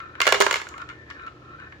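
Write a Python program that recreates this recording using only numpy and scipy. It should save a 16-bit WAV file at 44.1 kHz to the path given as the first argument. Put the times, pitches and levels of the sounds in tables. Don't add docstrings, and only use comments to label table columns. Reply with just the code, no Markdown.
import sys
import numpy as np
from scipy import signal
from scipy.fft import rfft, irfft, next_fast_len
from scipy.io import wavfile
from scipy.ndimage import uniform_filter1d, map_coordinates

SR = 44100
rng = np.random.default_rng(int(sys.argv[2]) if len(sys.argv) > 2 else 0)


def output_pcm(signal):
    pcm = np.clip(np.atleast_2d(signal).T, -1, 1) * 32767
    wavfile.write(sys.argv[1], SR, np.round(pcm).astype(np.int16))


N = 79380


def clatter(attack_s=0.00013, low_cut_hz=230):
    # start_s, level_db, body_db, treble_db, spot_hz (ring of the struck spot)
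    hits = [(0.203, -12.5, -7, -3.5, 4800), (0.2159, -13, -21, 4.5, 2720), (0.2549, -24.5, -3, -0.5, 2050),
            (.2673, -10.5, -2.5, 1, 2000), (.2756, -12, -3.5, 2.5, 1420), (0.2886, -23.5, 6, 7.5, 1370),
            (0.3232, -8.5, 2, 1.5, 1180), (.3440, -18, 4.5, -5, 2110), (0.3481, -22, -2.5, 1, 1290),
            (0.4033, -22, 10.5, 13.5, 9100), (.4083, -9.5, -6, -2, 950), (.4130, -14, -4, 3, 6000),
            (0.421, -16, -2, 8.5, 1650), (0.465, -12.5, -2, -4.5, 1033), (0.5101, -12.5, -9, -2, 7300),
            (0.5274, -24, 5.5, 9, 1090), (.5410, -17, -13, -0.5, 2180), (0.5575, -20.5, -5, 0.5, 1520),
            (0.5666, -26, -6.5, 2, 3000), (.5990, -29, -15.5, -19, 1590), (0.6162, -30, -6, -1, 2000),
            (0.6684, -33, -7.5, -10.5, 1480), (0.6881, -45.5, -26, 15, 7000), (0.78, -37.5, -4, 0.5, 920)]
    # freq_hz, left_minus_right_db
    balance = [(300, -2), (1500, -3.5), (4500, -1), (9500, -1), (13000, -6)]
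    out = np.zeros((2, N))
    for start_s, level_db, body_db, treble_db, spot_hz in hits:
        add(out, amp(level_db) * in_room(knock(body_db, treble_db, spot_hz, attack_s)), start_s)
    out = signal.sosfilt(signal.butter(2, low_cut_hz, "high", fs=SR, output="sos"), out)
    return filtered(out, lambda hz: amp(along(balance, hz) * np.array([[.5], [-.5]])))


def knock(body_db, treble_db, spot_hz, attack_s, ring_db=-3, clack_db=9, spot_db=7.5, spot_octaves=0.17):
    def colour_db(hz):
        tilt = along([(600, body_db), (1100, 0), (2200, 0.0053), (5500, treble_db)], hz)
        return tilt + spot_db * bell(np.log2((hz + 1) / spot_hz), spot_octaves)

    t = np.arange(SR // 5) / SR
    attack = 1 - np.exp(-t / attack_s)
    return causal_eq(amp(ring_db) * shell_ring(t) * attack + amp(clack_db) * clack(t, attack), colour_db)


def shell_ring(t, scatter_db=5):
    # pitch_hz, level_db, t60_s
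    modes = [(403.9, -14.5, 0.16), (516, -18, 0.11), (627.8, -17, 0.14), (932.3, -15, 0.086),
             (1114, -11, 0.059), (1253, -21, 0.13), (1404, -17, 0.09), (1599, -11, 0.055),
             (1708, -20, 0.31), (2113, -15.5, 0.12), (2878, -17.5, 0.13), (3510, -26, .12),
             (5350, -24.5, 0.082), (7170, -29, .08)]
    hz, db, t60_s = np.transpose(modes)[:, :, None]
    gain = amp(db + scatter_db * rng.standard_normal(hz.shape))
    polarity = np.pi * rng.integers(2, size=hz.shape)
    stereo_phase = np.sqrt(hz / 1000) * rng.standard_normal((2, len(hz), 1))
    return (gain * amp(-60 * t / t60_s) * np.sin(2 * np.pi * hz * t + polarity + stereo_phase)).sum(1)


def clack(t, attack):
    # freq_hz, level_db
    tone = [(60, -66.5), (200, -21), (290, -6), (420, 8.5), (620, 7), (810, 1), (1150, 0.5), (2200, 4.5),
            (3600, -2), (5000, -9), (7200, -11.5), (9000, -20), (15500, -27)]
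    # centre_hz, width_hz, gain_db
    resonances = [(1040, 260, 2), (1410, 66, 6), (2210, 110, 3), (2470, 130, -2.5), (2714, 390, 0),
                  (4410, 180, 4), (6860, 400, 4), (8880, 160, 3.5)]
    # freq_hz, t60_s
    decay = [(400, 0.017), (2000, 0.026), (6000, 0.021), (14000, .014)]
    # freq_hz, correlation
    image = [(300, 1), (1000, 1), (2500, 0.21), (5000, 0.38), (12000, 0.04)]

    def colour_db(hz):
        return along(tone, hz) + sum(db * bell(hz - centre, width) for centre, width, db in resonances)

    burst = attack * decaying(stereo_noise(image, len(t)), decay)
    burst = flattened(burst, bins=90) * (t < t[-1] / 2)
    return causal_eq(burst, colour_db)


def funnel(pan_db=0.92, left_lead_s=0.00019):
    sides = np.array([[1], [-1]])
    marble = rolling() + skips()
    return amp(pan_db * sides) * filtered(marble, lambda hz: np.exp(1j * np.pi * hz * left_lead_s * sides))


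def rolling(bumps_per_s=2000, soft_hz=4870, focus_hz=170, focus_db=11.5, flutter_db=2.7, send_db=-7):
    # pitch_hz, width_hz, level_db
    modes = [(1057, 59, -1), (1316, 72, 4), (1380, 91, 0.5), (1515, 40, -0.5), (1785, 50, 4),
             (2470, 84, -3), (2950, 140, -21), (3820, 100, -12.5), (4420, 260, -31)]
    # time_s, pitch_hz
    orbit_pitch = [(0, 1294), (.15, 1460), (.73, 1190), (.82, 1416), (.90, 1370), (.96, 1780), (1.11, 1800),
                   (1.20, 1480), (1.29, 1293), (1.50, 1260), (1.62, 1546), (1.73, 1680), (1.8, 1720)]
    # time_s, level_db
    orbit_level = [(0, -44.5), (.05, -39.5), (.11, -47.5), (.19, -45), (.70, -50), (.76, -42), (.825, -39),
                   (.865, -46), (.95, -48), (1.07, -50), (1.17, -46), (1.215, -40.5), (1.275, -38),
                   (1.33, -55), (1.44, -53), (1.485, -47), (1.65, -44), (1.8, -58)]
    bumps = (rng.random((3, N)) < bumps_per_s / SR) * rng.standard_normal((3, N))
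    drive = softened(bumps[0] + bumps[1:], soft_hz)
    ring_hz = curve(orbit_pitch)
    whirr = np.zeros((2, N))
    for k, (hz, width, db) in enumerate(modes):
        mode = filtered(drive, lambda f: 1j * f * width / (hz * hz - f * f + 1j * f * width))
        lift_db = focus_db * bell(hz - ring_hz, focus_hz)
        whirr += (-1) ** k * amp(db + lift_db) * mode
    power = uniform_filter1d(np.mean(whirr ** 2, 0), size=1200)
    whirr /= np.sqrt(np.abs(power) + 1e-20)
    whirr *= amp(curve(orbit_level) + flutter_db * wobble(80))
    reverb = in_room(whirr)[:, :N] - whirr
    return whirr + amp(send_db) * reverb


def skips(body_db=-23, attack_s=0.0007, soft_hz=8200):
    # start_s, level_db, treble_db, spot_hz (ring of the struck spot)
    landings = [(.001, -30.5, -9.5, 1380), (0.1525, -32.5, -14.5, 1500), (.7390, -32, -17, 1140),
                (.8160, -35, -0.5, 1360), (0.8889, -32.5, -3.5, 1400), (0.898, -31, -9, 1400),
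                (0.906, -40, -11.5, 1430), (1.1010, -32.5, -2, 5040), (1.1090, -31, -10, 1730),
                (1.1950, -37.5, -18, 1380), (1.2200, -43.5, -5.5, 1320), (1.2650, -38, -3.5, 1350),
                (1.278, -35, -13.5, 1087), (1.598, -41, -8, 1800), (1.7230, -34.5, -14, 1720)]
    out = np.zeros((2, N))
    for start_s, level_db, treble_db, spot_hz in landings:
        tap = knock(body_db, treble_db, spot_hz, attack_s)
        add(out, amp(level_db) * in_room(tap, tail_db=-10), start_s)
    return softened(out, soft_hz)


def in_room(x, tail_db=-9, predelay_s=0.0069, build_s=0.0038):
    # freq_hz, level_db
    tone = [(200, 6), (450, -22), (800, -5), (2000, -5.5), (6000, -2.5), (12000, -11.5)]
    # freq_hz, t60_s
    decay = [(200, 0.13), (530, 0.55), (1400, 0.21), (3700, 0.28), (10000, 0.35), (15000, 0.3)]
    # freq_hz, correlation
    image = [(200, 1), (600, 0.28), (1500, .4), (4000, 0.063)]
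    t = np.arange(SR // 2) / SR
    build = 1 - np.exp(-np.maximum(t - predelay_s, 0) / build_s)
    wash = filtered(stereo_noise(image, len(t)), lambda hz: amp(along(tone, hz)))
    impulse = build * decaying(wash, decay)
    impulse *= amp(tail_db) / np.linalg.norm(impulse[0])
    impulse[:, 0] += 1
    return signal.fftconvolve(x, impulse, axes=1)


def room_tone(air_db=-51.5, waver_db=2.5):
    # freq_hz, relative_db
    tone = [(20, -17.5), (45, -20), (75, 1), (105, -9), (190, -10), (320, -3.5), (480, -7.5), (750, -15.5),
            (1500, -23), (3000, -23.5), (7000, -37), (8800, -50.5), (16000, -57)]
    # freq_hz, correlation
    image = [(50, 0.91), (400, 0.83), (1500, 0.17), (5000, 0.039)]
    # pitch_hz, level_db
    partials = [(59, -65), (82.5, -59.5), (119.3, -58), (148.5, -64), (301.5, -62), (350, -65)]
    t = np.arange(N) / SR
    air = filtered(stereo_noise(image, N), lambda hz: amp(along(tone, hz)))
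    air /= np.sqrt(np.mean(air ** 2) + 1e-20)
    hum = sum(np.sqrt(2) * amp(db + waver_db * wobble(5.7)) * np.sin(2 * np.pi * hz * t + wobble(4.3))
              for hz, db in partials)
    return amp(air_db) * air + hum


def amp(db):
    return 10 ** (np.asarray(db) / 20)


def bell(offset, width):
    return np.exp(-(offset / width) ** 2)


def along(points, hz):
    freqs, values = np.transpose(points)
    return np.interp(np.log(hz + 1), np.log(freqs + 1), values)


def curve(rows):
    return np.interp(np.arange(N) / SR, *np.transpose(rows))


def wobble(knots_per_s):
    return map_coordinates(rng.standard_normal(2048), [np.arange(N) * knots_per_s / SR], mode="wrap")


def add(out, x, start_s):
    i = max(round(start_s * SR), 0)
    out[:, i:i + x.shape[-1]] += x[:, :N - i]


def filtered(x, response):
    n = x.shape[-1]
    m = next_fast_len(n + SR // 8)
    return irfft(rfft(x, m) * response(np.fft.rfftfreq(m, 1 / SR)), m)[..., :n]


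def stereo_noise(image, size):
    def mid_side_gains(hz):
        angle = np.arccos(np.clip(along(image, hz), -1, 1)) / 2
        return np.array([np.cos(angle), np.sin(angle)])

    mid, side = filtered(rng.standard_normal((2, size)), mid_side_gains)
    return np.array([mid + side, mid - side])


def decaying(x, decay):
    t = np.arange(x.shape[-1]) / SR
    centres, t60s = np.transpose(decay)
    return sum(filtered(x, lambda hz: along(list(zip(centres, band)), hz)) * amp(-60 * t / t60_s)
               for band, t60_s in zip(np.eye(len(decay)), t60s))


def causal_eq(x, colour_db):
    n = x.shape[-1]
    m = 2 * next_fast_len(n)
    gain = amp(colour_db(np.fft.rfftfreq(m, 1 / SR)))
    cepstrum = irfft(np.log(gain + 1e-6), m)
    cepstrum[1:m // 2] *= 2
    cepstrum[m // 2 + 1:] = 0
    return irfft(rfft(x, m) * np.exp(rfft(cepstrum)), m)[..., :n]


def flattened(x, bins):
    spectrum = rfft(x)
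    power = np.mean(np.abs(spectrum) ** 2, 0)
    humps = np.abs(uniform_filter1d(power, bins)) + 1e-12
    return irfft(spectrum * np.sqrt(power.mean() / humps), x.shape[-1])


def softened(x, hz):
    return signal.sosfilt(signal.butter(2, hz, fs=SR, output="sos"), x)


def scene():
    return clatter() + funnel() + room_tone()


def record(dry, top_hz=16600):
    rounded = dry / (1 + np.abs(dry) ** 6) ** (1 / 6)
    return filtered(rounded, lambda hz: hz < top_hz)


dry = scene()
out = record(dry)
output_pcm(out)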